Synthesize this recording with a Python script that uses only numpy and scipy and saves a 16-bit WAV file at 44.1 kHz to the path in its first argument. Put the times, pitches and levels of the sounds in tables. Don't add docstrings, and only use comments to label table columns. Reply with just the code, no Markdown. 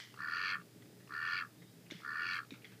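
import sys
import numpy as np
from scipy import signal
from scipy.fft import rfft, irfft, next_fast_len
from scipy.io import wavfile
from scipy.ndimage import uniform_filter1d, map_coordinates

SR = 44100
rng = np.random.default_rng(int(sys.argv[2]) if len(sys.argv) > 2 else 0)


def inscribe(sig):
    pcm = np.round(np.clip(np.atleast_2d(sig).T, -1, 1) * 32767)
    wavfile.write(sys.argv[1], SR, pcm.astype(np.int16))


N = 123480
TIME = np.arange(N) / SR


def amp(db):
    return 10 ** (np.asarray(db) / 20)

def unit(x):
    return x / np.sqrt(np.mean(x ** 2) + 1e-20)

def filtered(x, response):
    m = next_fast_len(len(x) + SR // 4)
    return irfft(rfft(x, m) * response(np.fft.rfftfreq(m, 1 / SR)), m)[:len(x)]

def lowpass(f, hz, damping):
    return 1 / (1 + 1j * damping * f / hz - (f / hz) ** 2)

def ring(x, modes, tuning=1):
    return filtered(x, lambda f: sum(
        (-1) ** k * amp(db) * 1j * f * width / ((hz * tuning) ** 2 - f * f + 1j * f * width)
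        for k, (hz, width, db) in enumerate(modes)))

def wobble(rate):
    return map_coordinates(rng.standard_normal(int(N * rate / SR) + 4), [TIME * rate])

def noise(spectrum):
    hz, db = np.transpose(spectrum)
    white = rng.standard_normal(N)
    return unit(filtered(white, lambda f: amp(np.interp(np.log(f + 1), np.log(hz), db))))

def add(track, start, sound):
    part = track[round(start * SR):][:len(sound)]
    part += sound[:len(part)]


# f/Hz, level/dB, waver/dB
HUM_PARTIALS = [(119.8, -67, 1.2), (177.2, -72.5, 8.5), (225, -99, -2.5), (304.3, -74, 4), (425.4, -78, -4)]
# f/Hz, relative level/dB
RUMBLE_SPECTRUM = [(15, -74), (25, -33), (90, -19), (107, -4), (181, -5.5), (340, -6.5), (377, -12.5),
                   (413, -6.5), (494, -15), (619, -17), (900, -39), (1500, -68)]
# t/s, level/dB
RUMBLE_ENVELOPE = [(0.0, -66.5), (0.22, -64), (0.37, -63), (1.0, -60), (1.16, -64.5), (1.34, -64.5),
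                   (1.66, -62.5), (2.1, -63.5), (2.8, -63.5)]

def hum_and_rumble():
    swell_db = np.interp(TIME, *np.transpose(RUMBLE_ENVELOPE))
    partials = []
    for hz, db, waver_db in HUM_PARTIALS:
        peak = np.sqrt(2) * amp(db + waver_db * wobble(rate=15))
        partials.append(peak * np.sin(2 * np.pi * hz * TIME + 0.24 * waver_db * wobble(rate=15)))
    rumble = amp(swell_db + wobble(rate=25.08)) * noise(RUMBLE_SPECTRUM)
    return partials[0] + amp(swell_db - swell_db.mean()) * sum(partials[1:]) + rumble


# f/Hz, relative level/dB
HISS_SPECTRUM = [(410, -7), (700, -1), (766, -1), (828, 1), (992, -5), (1820, -1.5), (2900, -5.5),
                 (3340, -4), (4550, -4.5), (5050, -1.5), (5390, -6), (13300, -9), (15300, -8.5)]

def hiss():
    return amp(-66) * noise([(300, -73)] + HISS_SPECTRUM)


# t/s, crack level/dB, rattle level/dB, rattle T60/s, tuning ratio, cutoff f/Hz
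IMPACTS = [(.001, -37, -50.5, 0.49, 0.96, 7900), (0.822, -50.5, -58, 0.065, 0.99, 2900),
           (0.858, -57, -63, 0.045, 1.15, 2500), (1, -71, -66, 0.26, 0.88, 2920),
           (1.619, -65, -62, 0.15, 1.01, 2540), (1.863, -65, -62.5, 0.1, 1.22, 2600),
           (1.903, -41.5, -55, 0.51, 0.9, 6500), (1.91, -65, -45, 0.086, 1.11, 6600),
           (1.939, -47, -56.5, 0.58, 1.05, 5240), (2.507, -42, -53.5, 0.23, 1.15, 5150),
           (2.539, -49, -58.5, 0.22, 0.69, 4500), (2.619, -58, -61.5, 0.14, 1.32, 3050),
           (2.645, -56, -45.5, 0.057, 1.04, 3970), (2.662, -70, -60, 0.42, 0.98, 4100),
           (2.717, -68, -59.5, 0.22, 0.79, 4500)]
# f/Hz, bandwidth/Hz, gain/dB
RATTLE_MODES = [(2070, 263, -3), (2590, 59, -10.5), (3180, 300, -5.5), (4880, 460, -8.5), (5500, 1150, -12),
                (6800, 1700, -46)]

def clatter():
    out, t = np.zeros(N), np.arange(SR // 4) / SR
    damped_modes = [(hz, 3 * width, db) for hz, width, db in RATTLE_MODES]
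    for start, crack_db, rattle_db, t60, tuning, top_hz in IMPACTS:
        chatter, strike, lumps = rng.standard_normal((3, len(t)))
        dull = lambda x: filtered(x, lambda f: lowpass(f, top_hz, damping=1.4) ** 2)
        grain = amp(2 * unit(uniform_filter1d(lumps, size=90)))
        rattle = amp(rattle_db - 60 * t / t60) * unit(dull(ring(chatter * grain, RATTLE_MODES, tuning)))
        crack = dull(ring(strike * amp(-60 * t / 0.0022), damped_modes, tuning))
        add(out, start, rattle + amp(crack_db) * crack / np.abs(crack).max())
    return out


# t/s, excitation level/dB
CLICKS = [(0.141, -49), (1.074, -50.5), (2.001, -49.5)]
# f/Hz, bandwidth/Hz, gain/dB
BILL_MODES = [(1100, 320, 10.5), (2800, 450, 4.5), (4570, 990, -3.5)]

def bill_clicks(t60=0.038):
    bursts, t = np.zeros(N), np.arange(SR // 5) / SR
    for start, db in CLICKS:
        add(bursts, start, amp(db - 60 * t / t60) * rng.standard_normal(len(t)))
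    return ring(bursts, BILL_MODES)


def throat(t, rates, start_cycle, jitter_s=0.00025, rise_s=0.0017, late_s=0.0055, width_s=0.0013):
    cycle = np.cumsum(np.interp(t, *np.transpose(rates))) / SR + start_cycle + 0.54
    onsets = np.flatnonzero(np.diff(np.floor(cycle)))
    jitter, shimmer_db = rng.standard_normal((2, len(onsets)))
    onsets += np.round(jitter_s * SR * jitter).astype(int)
    kicks = np.zeros(len(t))
    kicks[np.clip(onsets, 0, len(t) - 1)] = amp(shimmer_db)
    age = t[:SR // 80] - t[0]
    low_puff = age / rise_s * np.exp(1 - age / rise_s)
    high_puff = np.exp(-((age - late_s) / width_s) ** 2 / 2)

    def source(puff, leak, noise_share):
        breath = unit(rng.standard_normal(len(t)) * np.convolve(kicks, puff + leak)[:len(t)])
        pulses = unit(np.roll(kicks, puff.argmax()))
        return np.sqrt(1 - noise_share) * pulses + np.sqrt(noise_share) * breath

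    return source(low_puff, leak=0.12, noise_share=0.5), source(high_puff, leak=0.18, noise_share=0.85)

def even(x, window_s=0.025, strength=0.75):
    x = unit(x)
    power = np.abs(uniform_filter1d(x * x, size=round(window_s * SR)))
    return unit(x / (power + 0.095) ** (strength / 2))


# f/Hz, bandwidth/Hz, gain/dB
FIRST_FORMANT = [(1223, 145, 0)]
SECOND_FORMANT = [(1420, 230, 0)]
THIRD_FORMANT = [(1748, 160, 0)]
MID_FORMANTS = [(2250, 73, 5), (2410, 480, -3.5), (2817, 63, 0.5), (3333, 133, -8)]
TREBLE_FORMANTS = [(4150, 300, -10), (4480, 200, 0), (4860, 330, -8), (5850, 600, -19)]

def vocal_tract(t, low, high, weak_db, mid_db, treble_db, rise_s=0.07, sag_s=0.1):
    opening = np.maximum(1 - (t - t[0]) / rise_s, 0)
    waver = 0.18 * (1 + wobble(rate=24.3)[:len(t)])

    def ring_twice(x, modes, tuning=1):
        return ring(ring(x, modes, tuning), modes, tuning)

    def sagging(resonator, x, modes, tuning, early_s=0):
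        closing = np.maximum(1 - (t[-1] - early_s - t) / sag_s, 0)
        sunk = np.clip(opening + closing + waver, 0, 1)
        return even((1 - sunk) * resonator(x, modes) + sunk * resonator(x, modes, tuning))

    low = filtered(low, lambda f: 1j * f * lowpass(f, hz=2000, damping=1) ** 3)
    first = even(ring_twice(low, FIRST_FORMANT))
    second = sagging(ring_twice, low, SECOND_FORMANT, tuning=0.93)
    third = sagging(ring_twice, np.roll(low, round(0.001 * SR)), THIRD_FORMANT, tuning=0.93)
    mid = sagging(ring, ring(high, [(2770, 1370, 0)]), MID_FORMANTS, tuning=0.96, early_s=0.05)
    treble = sagging(ring, ring(high, [(4700, 3000, 0)]), TREBLE_FORMANTS, tuning=0.96, early_s=0.05)
    body = amp(-12) * first + amp(0.7 * weak_db - 0.5) * second - amp(1.4 * weak_db - 1.5) * third
    return body + amp(mid_db) * mid + amp(treble_db) * treble


# t/s, level/dB, relative mid level/dB, relative treble level/dB
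CALL_ENVELOPES = [
    [(0.155, -57, -15, -15), (0.185, -49, -24.5, -23), (0.2, -42.5, -23.5, -20), (0.26, -41.5, -21.5, -21),
     (0.34, -40, -12, -11.5), (0.42, -40, -7.5, -11), (0.5, -40.5, -1.5, -5), (0.548, -39, -10, -18.5),
     (0.575, -47.5, -30, -52), (0.625, -53.5, -17, -22)],
    [(1.088, -52.5, -21, -23), (1.11, -46.5, -29, -27), (1.135, -42, -21, -18.5), (1.19, -42, -19.5, -19),
     (1.26, -41, -9.5, -16), (1.33, -40, -8.5, -9.5), (1.39, -42, -1.5, -8), (1.428, -41, -16.5, -25),
     (1.455, -51, -39, -37), (1.49, -71.5, -6, -27)],
    [(2.012, -57.5, -21, -20), (2.035, -49.5, -48, -26), (2.055, -43, -44, -21.5),
     (2.11, -42, -24.5, -21.5), (2.19, -40, -16, -19.5), (2.26, -41.5, -6.5, -11), (2.33, -41, -4, -8),
     (2.39, -41.5, -8, -15), (2.415, -47.5, -54, -31), (2.455, -56, -2, -12)],
]
# t/s, f/Hz
PULSE_RATES = [
    [(0.155, 66.7), (0.185, 66.5), (0.2, 69.6), (0.26, 78.0), (0.34, 84.5), (0.42, 92.1), (0.5, 94.9),
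     (0.548, 82.8), (0.575, 67.9), (0.625, 62.8)],
    [(1.088, 71.4), (1.11, 70.8), (1.135, 73.4), (1.19, 79.4), (1.26, 84.7), (1.33, 90.4), (1.39, 89.7),
     (1.428, 71.8), (1.455, 70.0), (1.49, 80.1)],
    [(2.012, 72.5), (2.035, 70.5), (2.055, 71.0), (2.11, 74.8), (2.19, 82.0), (2.26, 88.6), (2.33, 91.2),
     (2.39, 78.7), (2.415, 64.7), (2.455, 61.7)],
]
PULSE_PHASES = [.33, .22, 0.0689]

def quacks(low_cut_hz=825, top_hz=6900, fade_s=0.0072):
    out = np.zeros(N)
    for envelope, rates, start_cycle in zip(CALL_ENVELOPES, PULSE_RATES, PULSE_PHASES):
        times, *levels = np.transpose(envelope)
        t = times[0] + np.arange(round((times[-1] - times[0]) * SR)) / SR
        level_db, mid_db, treble_db = [np.interp(t, times, db) for db in levels]
        low, high = throat(t, rates, start_cycle)
        voice = vocal_tract(t, low, high, level_db - level_db.max(), mid_db, treble_db)
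        fade = np.clip(np.minimum(t - t[0], t[-1] - t) / fade_s, 0, 1)
        add(out, times[0], amp(level_db) * fade * voice)
    highpass = lambda f: -(f / low_cut_hz) ** 2 * lowpass(f, low_cut_hz, damping=1.2)
    out = filtered(out, lambda f: (highpass(f) * lowpass(f, top_hz, damping=1.2)) ** 2)
    return out - 0.85 * ring(out, [(3620, 500, 0)])

def lawn_scatter(direct, t60=0.13, gain_db=-11):
    t = np.arange(SR // 5) / SR
    tail = rng.standard_normal(len(t)) * amp(-60 * t / t60) * (t > 0.004)
    return direct + amp(gain_db) * signal.fftconvolve(direct, tail / np.linalg.norm(tail))[:N]


# t/s, f/Hz, level/dB
WHISTLE = [(1.55, 3500, -84), (1.6, 3750, -75), (1.63, 3800, -71), (1.665, 3550, -75), (1.69, 3870, -73),
           (1.75, 3800, -84), (1.845, 2850, -99), (1.858, 2850, -73), (1.89, 2850, -82), (1.9, 2850, -100)]

def bird(flutter_db=3):
    times, hz, db = np.transpose(WHISTLE)
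    level_db = np.interp(TIME, times, db, -120, -120) + flutter_db * wobble(rate=160)
    return amp(level_db) * np.sin(2 * np.pi * np.cumsum(np.interp(TIME, times, hz)) / SR)


# t/s, level/dB, f/Hz, T60/s
KNOCKS = [(1.919, -29, 302, 0.021), (1.917, -43.5, 583, 0.036), (1.948, -42.5, 169, 0.11),
          (2.51, -51, 310, 0.041), (2.52, -32, 271, 0.032), (2.534, -39, 204, 0.035)]

def thumps(rise_s=0.0017):
    out, t = np.zeros(N), np.arange(SR // 4) / SR
    for start, db, hz, t60 in KNOCKS:
        envelope = amp(db - 60 * t / t60) * (1 - np.exp(-t / rise_s))
        add(out, start, envelope * np.sin(2 * np.pi * hz * t))
    return out


# f/Hz, relative level/dB
SWISH_SPECTRUM = [(5000, -26), (7000, 7), (11000, 4), (15000, 0)]

def swish(centre_s=2.35, width_s=0.025):
    envelope = amp(-66.5) * np.exp(-((TIME - centre_s) / width_s) ** 2 / 2)
    return envelope * noise([(3000, -120)] + SWISH_SPECTRUM)


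def scene():
    background = hum_and_rumble() + hiss()
    impacts = filtered(clatter() + thumps(), lambda f: 1j * f / (120 + 1j * f))
    duck = lawn_scatter(bill_clicks() + quacks())
    return (background + impacts + duck + bird() + swish())[None]

def record(dry):
    return filtered(dry[0], lambda hz: hz < 15450)[None]


dry = scene()
out = record(dry)
inscribe(out)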